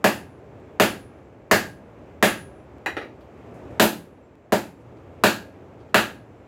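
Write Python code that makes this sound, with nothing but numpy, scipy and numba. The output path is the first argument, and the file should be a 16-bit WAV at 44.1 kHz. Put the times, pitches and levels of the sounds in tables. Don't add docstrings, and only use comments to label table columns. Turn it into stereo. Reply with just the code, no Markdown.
import sys
import numpy as np
from scipy import signal
from scipy.fft import rfft, irfft, next_fast_len
from scipy.io import wavfile
from scipy.ndimage import uniform_filter1d
from numba import njit

SR = 44100
rng = np.random.default_rng(int(sys.argv[2]) if len(sys.argv) > 2 else 0)


def rack_gain(trim_db):
    fader = np.asarray(trim_db, float)
    return 10 ** (fader / 20)


def wav_out(sig):
    wavfile.write(sys.argv[1], SR, np.round(np.clip(np.atleast_2d(sig).T, -1, 1) * 32767).astype(np.int16))


N = 285327

# pitch_hz, level_db (per Hz)
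CRACK_SPECTRUM = [(1470, -12), (2500, 2), (2950, 1), (4810, -1), (5460, -6.5), (7200, -3), (9130, -11),
                  (10500, -7), (13400, -6), (15900, -9.5), (16500, -53.5)]


def unit(x):
    return x / np.sqrt(np.mean(x ** 2))


def on_log(table, hz):
    table_hz, value = np.transpose(table)
    return np.interp(np.log(np.maximum(hz, 1)), np.log(table_hz), value)


def band(x, hz, octaves):
    size = x.shape[-1]
    f = np.maximum(np.arange(size // 2 + 1) * SR / size, 1)
    bell = np.exp(-.5 * (np.log2(f / hz) / octaves) ** 2)
    return irfft(rfft(x) * bell, size)


def spread(mid, side, hz):
    # pitch_hz, level_db
    side_levels = [(60, -22.5), (110, -22.5), (200, -13.5), (380, -8), (700, -3), (1290, 6.5), (2380, -1),
                   (4400, -2), (8120, 1), (15000, 1)]
    return mid + rack_gain(on_log(side_levels, hz)) * side * np.array([[1], [-1]])


def decay(t, t60):
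    return np.exp(-np.log(1000) * t / t60)


def ring(modes, phase, size):
    t = np.arange(size) / SR
    return sum(rack_gain(db) * decay(t, t60) * np.sin(2 * np.pi * hz * t + p)
               for (hz, db, t60), p in zip(modes, phase))


def add(track, sound, s):
    i = int(s * SR)
    track[..., i:i + sound.shape[-1]] += sound[..., :N - i]


def echo(sound, pattern):
    return signal.fftconvolve(sound[None], pattern, axes=1)


def walk(rate):
    hold = int(SR / rate)
    steps = np.repeat(rng.standard_normal(N // hold + 1), hold)
    return 1.3 * uniform_filter1d(uniform_filter1d(steps, hold), hold)[:N]


def forge():
    # pitch_hz, level_db (per Hz)
    fire_spectrum = [(18, -62), (30, -16.5), (70, -0.5), (124, 2), (153, -9), (364, -1), (449, -8),
                     (499, -3.5), (684, -11.5), (2830, -22.5), (3490, -37.5), (7270, -38), (10500, -54.5),
                     (14000, -45.5), (16000, -60)]
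    # start_s, level_db
    background_levels = [(0.0, -46), (0.47, -45.5), (1.1, -46), (2.03, -47.5), (2.54, -45), (2.97, -46), (3.33, -45),
                         (3.78, -40), (3.95, -47.5), (4.219, -50.5), (4.679, -52), (4.9, -47.5), (5.58, -46.5),
                         (5.8, -46.5), (6.47, -47.5)]
    blower_pitches = [118, 7550, 14000]
    blower_levels = [-63, -89, -99]
    usual_rumble_db, usual_hiss_db, hiss_per_rumble = -47, -59.5, 0.9
    rumble_db = np.interp(np.arange(N) / SR, *np.transpose(background_levels))
    hiss_db = usual_hiss_db + hiss_per_rumble * (rumble_db - usual_rumble_db)
    rumble, hiss, swell = 0, 0, walk(6)
    for hz in 35 * 2 ** np.arange(0, 9, .5):
        mid, side = band(rng.standard_normal((2, next_fast_len(N, True))), hz, 0.29)[:, :N]
        level_db = on_log(fire_spectrum, hz) + 1.0 * swell + 0.5 * walk(18)
        part = rack_gain(level_db) * spread(mid, side, hz)
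        hiss_share = np.clip(np.log2(hz / 700) / 1.1, 0, 1)
        rumble = rumble + (1 - hiss_share) * part
        hiss = hiss + hiss_share * part
    hum = 0
    for hz, db in zip(blower_pitches, blower_levels):
        level = rack_gain(db + 4 * walk(32))
        turns = np.cumsum(1 + 0.0054 * walk(3.2)) / SR
        hum = hum + level * np.sin(2 * np.pi * hz * turns)
    return unit(rumble) * rack_gain(rumble_db) + unit(hiss) * rack_gain(hiss_db) + hum


def shed(direct_db, size=16384):
    # pitch_hz, t60_s
    shed_t60 = [(100, 0.82), (400, 0.27), (1100, 0.28), (3000, 0.3), (8000, 0.31), (15000, 0.26)]
    t, out = np.arange(size) / SR, 0
    noise = rng.standard_normal((2, size))
    for hz in 60 * 2 ** np.arange(9):
        mid, side = band(noise, hz, 0.75)
        out = out + spread(mid, side, hz) * decay(t, on_log(shed_t60, hz))
    out = out * (1 - np.exp(-t / 0.0014))
    out = out / np.sqrt(np.sum(out ** 2) / 2)
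    out[:, 0] += rack_gain(direct_db)
    return out


def slap():
    t = np.arange(-40, 120) / SR - .00016
    return -np.cos(2 * np.pi * 1150 * t + 1.15) * np.exp(-.5 * (t / .00042) ** 2)


def boom(size=24576):
    mode_pitches = [92, 114, 190, 214, 275, 339, 370, 403, 461, 545, 585, 630, 660, 760]
    # level_db, t60_s
    mode_levels = [(-17.5, 0.17), (-12, 0.26), (-9, 0.22), (5, 0.15), (-7.5, .3), (-5.5, 0.32),
                   (-20.5, 0.5), (8.5, 0.12), (-4, 0.18), (-2, .25), (1, 0.21), (2, 0.15), (4, 0.06),
                   (-0.5, 0.18)]
    t, out = np.arange(size) / SR, 0
    for hz, (db, t60) in zip(mode_pitches, mode_levels):
        phase, split = rng.uniform(0, 2 * np.pi, 2), rng.choice([-1, 1], 2)
        pair = [(hz, db, t60), (hz + 14 * split[0], db - 6, t60)]
        mid = ring(pair, phase, size)
        side = ring(pair, phase + split[1] * np.pi / 2, size)
        out = out + spread(mid, side, hz)
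    out = out * (1 - np.exp(-t / 0.0043))
    return out / np.sqrt(np.mean(out[:, :2048] ** 2))


def click(spectrum, size=1024):
    log_gain = on_log(spectrum, np.arange(size // 2 + 1) * SR / size) * np.log(10) / 20
    cepstrum = irfft(log_gain, size)
    cepstrum[1:size // 2] *= 2
    cepstrum[size // 2 + 1:] = 0
    pulse = irfft(np.exp(rfft(cepstrum)), size)
    return pulse / np.sqrt(np.sum(pulse ** 2))


def clang(peaks, chance):
    contact_s = 0.0002
    modes = [(hz, db + 1.3 * c, np.log(1000) / (np.pi * width))
             for (hz, width, db), c in zip(peaks, chance[0])]
    onset = 1 - np.exp(-(np.arange(4096) / (contact_s * SR)) ** 2)
    sound = ring(modes, 1.77 * chance[1], size=4096) * onset
    return sound / np.sqrt(np.sum(sound ** 2))


def sing(levels_db, sheet_db, size=24576):
    # pitch_hz, t60_s
    head_modes = [(10379, .46), (11752, .5), (12952, .2), (10890, .2)]
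    # pitch_hz, level_db, t60_s
    sheet_modes = [(1632, 2, 0.42), (1586, -4, 0.22), (1680, -1, 0.36), (1733, -3, 0.26), (1546, -7, 0.22),
                   (2650, -6, 0.3)]
    head = []
    for (hz, t60), db in zip(head_modes, levels_db):
        head += [(hz, db, t60), (hz + 6, db - 8, t60)]
    phase, lag = rng.uniform(0, 2 * np.pi, (2, 16))
    ears = [ring(head, p, size) + rack_gain(sheet_db) * ring(sheet_modes, p[8:], size)
            for p in (phase, phase + 0.17 * lag)]
    return np.array(ears) * (1 - np.exp(-np.arange(size) / (.012 * SR)))


def strike(clang_db, crack_db, song_db):
    glance = max(-16 - clang_db, 0)
    slap_db = -3 - .9 * glance
    sheet_db = -27.5 - 3.4 * glance

    def tone(base_db, share, swing):
        return base_db + share * np.clip(swing, -5, 6)

    head_db = (song_db, tone(-58, .4, song_db + 42), tone(-47, 2.6, crack_db + 28),
               tone(-42, 2.5, clang_db + 17))
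    return slap_db, sheet_db, head_db


def blows():
    blow_starts = [0.04285, 0.7993, 1.5127, 2.22645, 3.7978, 4.5223, 5.23755, 5.9444]
    # thud_db, clang_db, crack_db, song_db
    blow_levels = [
        (-14.5, -18, -25.5, -41),
        (-13.5, -17.5, -23.5, -34.5),
        (-15, -14.5, -22.5, -42),
        (-15, -14.5, -23, -30),
        (-15, -18.5, -21, -39.5),
        (-16.5, -25.5, -30.5, -50),
        (-13.5, -15.5, -22.5, -50),
        (-15.5, -15, -24, -46),
    ]
    # pitch_hz, level_db (per Hz)
    thud_spectrum = [(80, -21.5), (200, -2.5), (450, -2.5), (900, 4), (1400, -15.5), (3000, -36)]
    # pitch_hz, width_hz, level_db
    anvil_modes = [(1260, 340, 0.5), (1630, 388, 7.5), (2130, 360, -5.5), (2687, 506, 2.5),
                   (4220, 500, -12.5)]
    out, from_anvil = np.zeros((2, N)), shed(-19.5)
    room = boom()
    thud = echo(rack_gain(28.5) * click(thud_spectrum), from_anvil)
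    low = room + np.pad(thud, ((0, 0), (0, 8192)))[:, :24576]
    for s, (thud_db, clang_db, crack_db, song_db) in zip(blow_starts, blow_levels):
        slap_db, sheet_db, head_db = strike(clang_db, crack_db, song_db)
        chance, from_spot = rng.standard_normal((2, 16)), shed(-14.5)
        add(out, rack_gain(slap_db) * slap(), s - 40 / SR)
        shift = sum(np.tanh(c) * band(low, hz, .4) for hz, c in zip((200, 400, 800), chance[0, -3:]))
        add(out, rack_gain(thud_db - 1.0) * (low + .2 * shift), s)
        clang_pattern = 0.65 * from_anvil + 0.56 * from_spot
        add(out, echo(rack_gain(clang_db + 34.5) * clang(anvil_modes, chance), clang_pattern), s)
        add(out, echo(rack_gain(crack_db + 35) * click(CRACK_SPECTRUM), from_spot), s)
        add(out, sing(head_db, sheet_db), s)
    rebound_s = 3.821
    add(out, rack_gain(-17.5) * low, rebound_s)
    rebound_crack = click([(3000, -16.5), (9000, -6), (13000, 2.5), (15900, -4.5), (16500, -51.5)])
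    add(out, echo(rack_gain(7) * rebound_crack, from_anvil), rebound_s)
    return out


def ticks():
    # start_s, level_db, pitch_hz
    tick_events = [(2.059, -73.5, 4920), (2.203, -60, 1470), (3.207, -65, 12700), (3.21, -57, 2970),
                   (3.378, -70, 6500), (3.54, -64, 12170), (3.545, -58.5, 6500), (3.709, -61.5, 6500),
                   (4.803, -66, 6200), (4.970, -63, 4000), (5.803, -58, 3400), (5.895, -62, 3120)]
    out, pattern = np.zeros((2, N)), shed(-9)
    for s, db, hz in tick_events:
        tick = click([(hz / 3, -20), (hz, 0), (hz * 2.4, -16), (hz * 5, -45)])
        add(out, echo(rack_gain(db + 21.0) * tick, pattern), s)
    return out


def taps():
    # start_s, knock_db, chime_db, tick_db
    tap_events = [
        (2.861, -32, -28, -30.5),
        (2.968, -34, -35.5, -46),
        (3.014, -39, -44, -69),
        (3.048, -43.5, -78, -70),
    ]
    # pitch_hz, width_hz, level_db
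    face_modes = [(845, 120, -3), (1260, 235, 5), (1913, 214, 9.5), (2440, 146, -0.5), (2780, 100, -9),
                  (3880, 140, -8.5), (4840, 530, -10.5), (5800, 240, -15.5), (6700, 500, -12),
                  (9480, 180, -24), (13100, 200, -32.5)]
    out = np.zeros((2, N))
    for s, knock_db, chime_db, tick_db in tap_events:
        chance, pattern = rng.standard_normal((2, 16)), shed(-10.0)
        pattern = pattern * (1 + 0.94 * np.exp(-np.arange(16384) / (0.036 * SR)))
        knock = click([(120, -26), (280, 5.5), (500, 5.5), (800, 0), (2000, -41.5)])
        add(out, echo(rack_gain(knock_db + 28.5) * knock, pattern), s)
        add(out, echo(rack_gain(chime_db + 31) * clang(face_modes, chance), pattern), s)
        add(out, echo(rack_gain(tick_db + 14.0) * click(CRACK_SPECTRUM), pattern), s)
    return out


def scene():
    return (blows() + taps() + ticks() + forge()) * rack_gain([[-0.25], [0.25]])


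@njit
def squeeze(x, top, slope, attack, release):
    gain, envelope = np.ones(len(x)), 0.
    for i in range(len(x)):
        envelope += (x[i] - envelope) * (attack if x[i] > envelope else release)
        if envelope > top:
            gain[i] = (top / envelope) ** slope
    return gain


def top_cut(x):
    return signal.sosfilt(signal.butter(12, 16650, fs=SR, output="sos"), x)


def record(dry):
    x = signal.sosfilt(signal.butter(4, 55, "high", fs=SR, output="sos"), dry)
    peaks = np.abs(x).max(axis=0)
    x = x * squeeze(peaks, rack_gain(-6.0), 0.78, 1 / (.0006 * SR), 1 / (0.013 * SR))
    x = 1.371 * np.tanh(x / 1.17)
    x = signal.sosfilt(signal.butter(10, 15900, fs=SR, output="sos"), x)
    x = signal.sosfilt(signal.butter(2, 45, "high", fs=SR, output="sos"), x)
    return top_cut(x)


dry = scene()
out = record(dry)
wav_out(out)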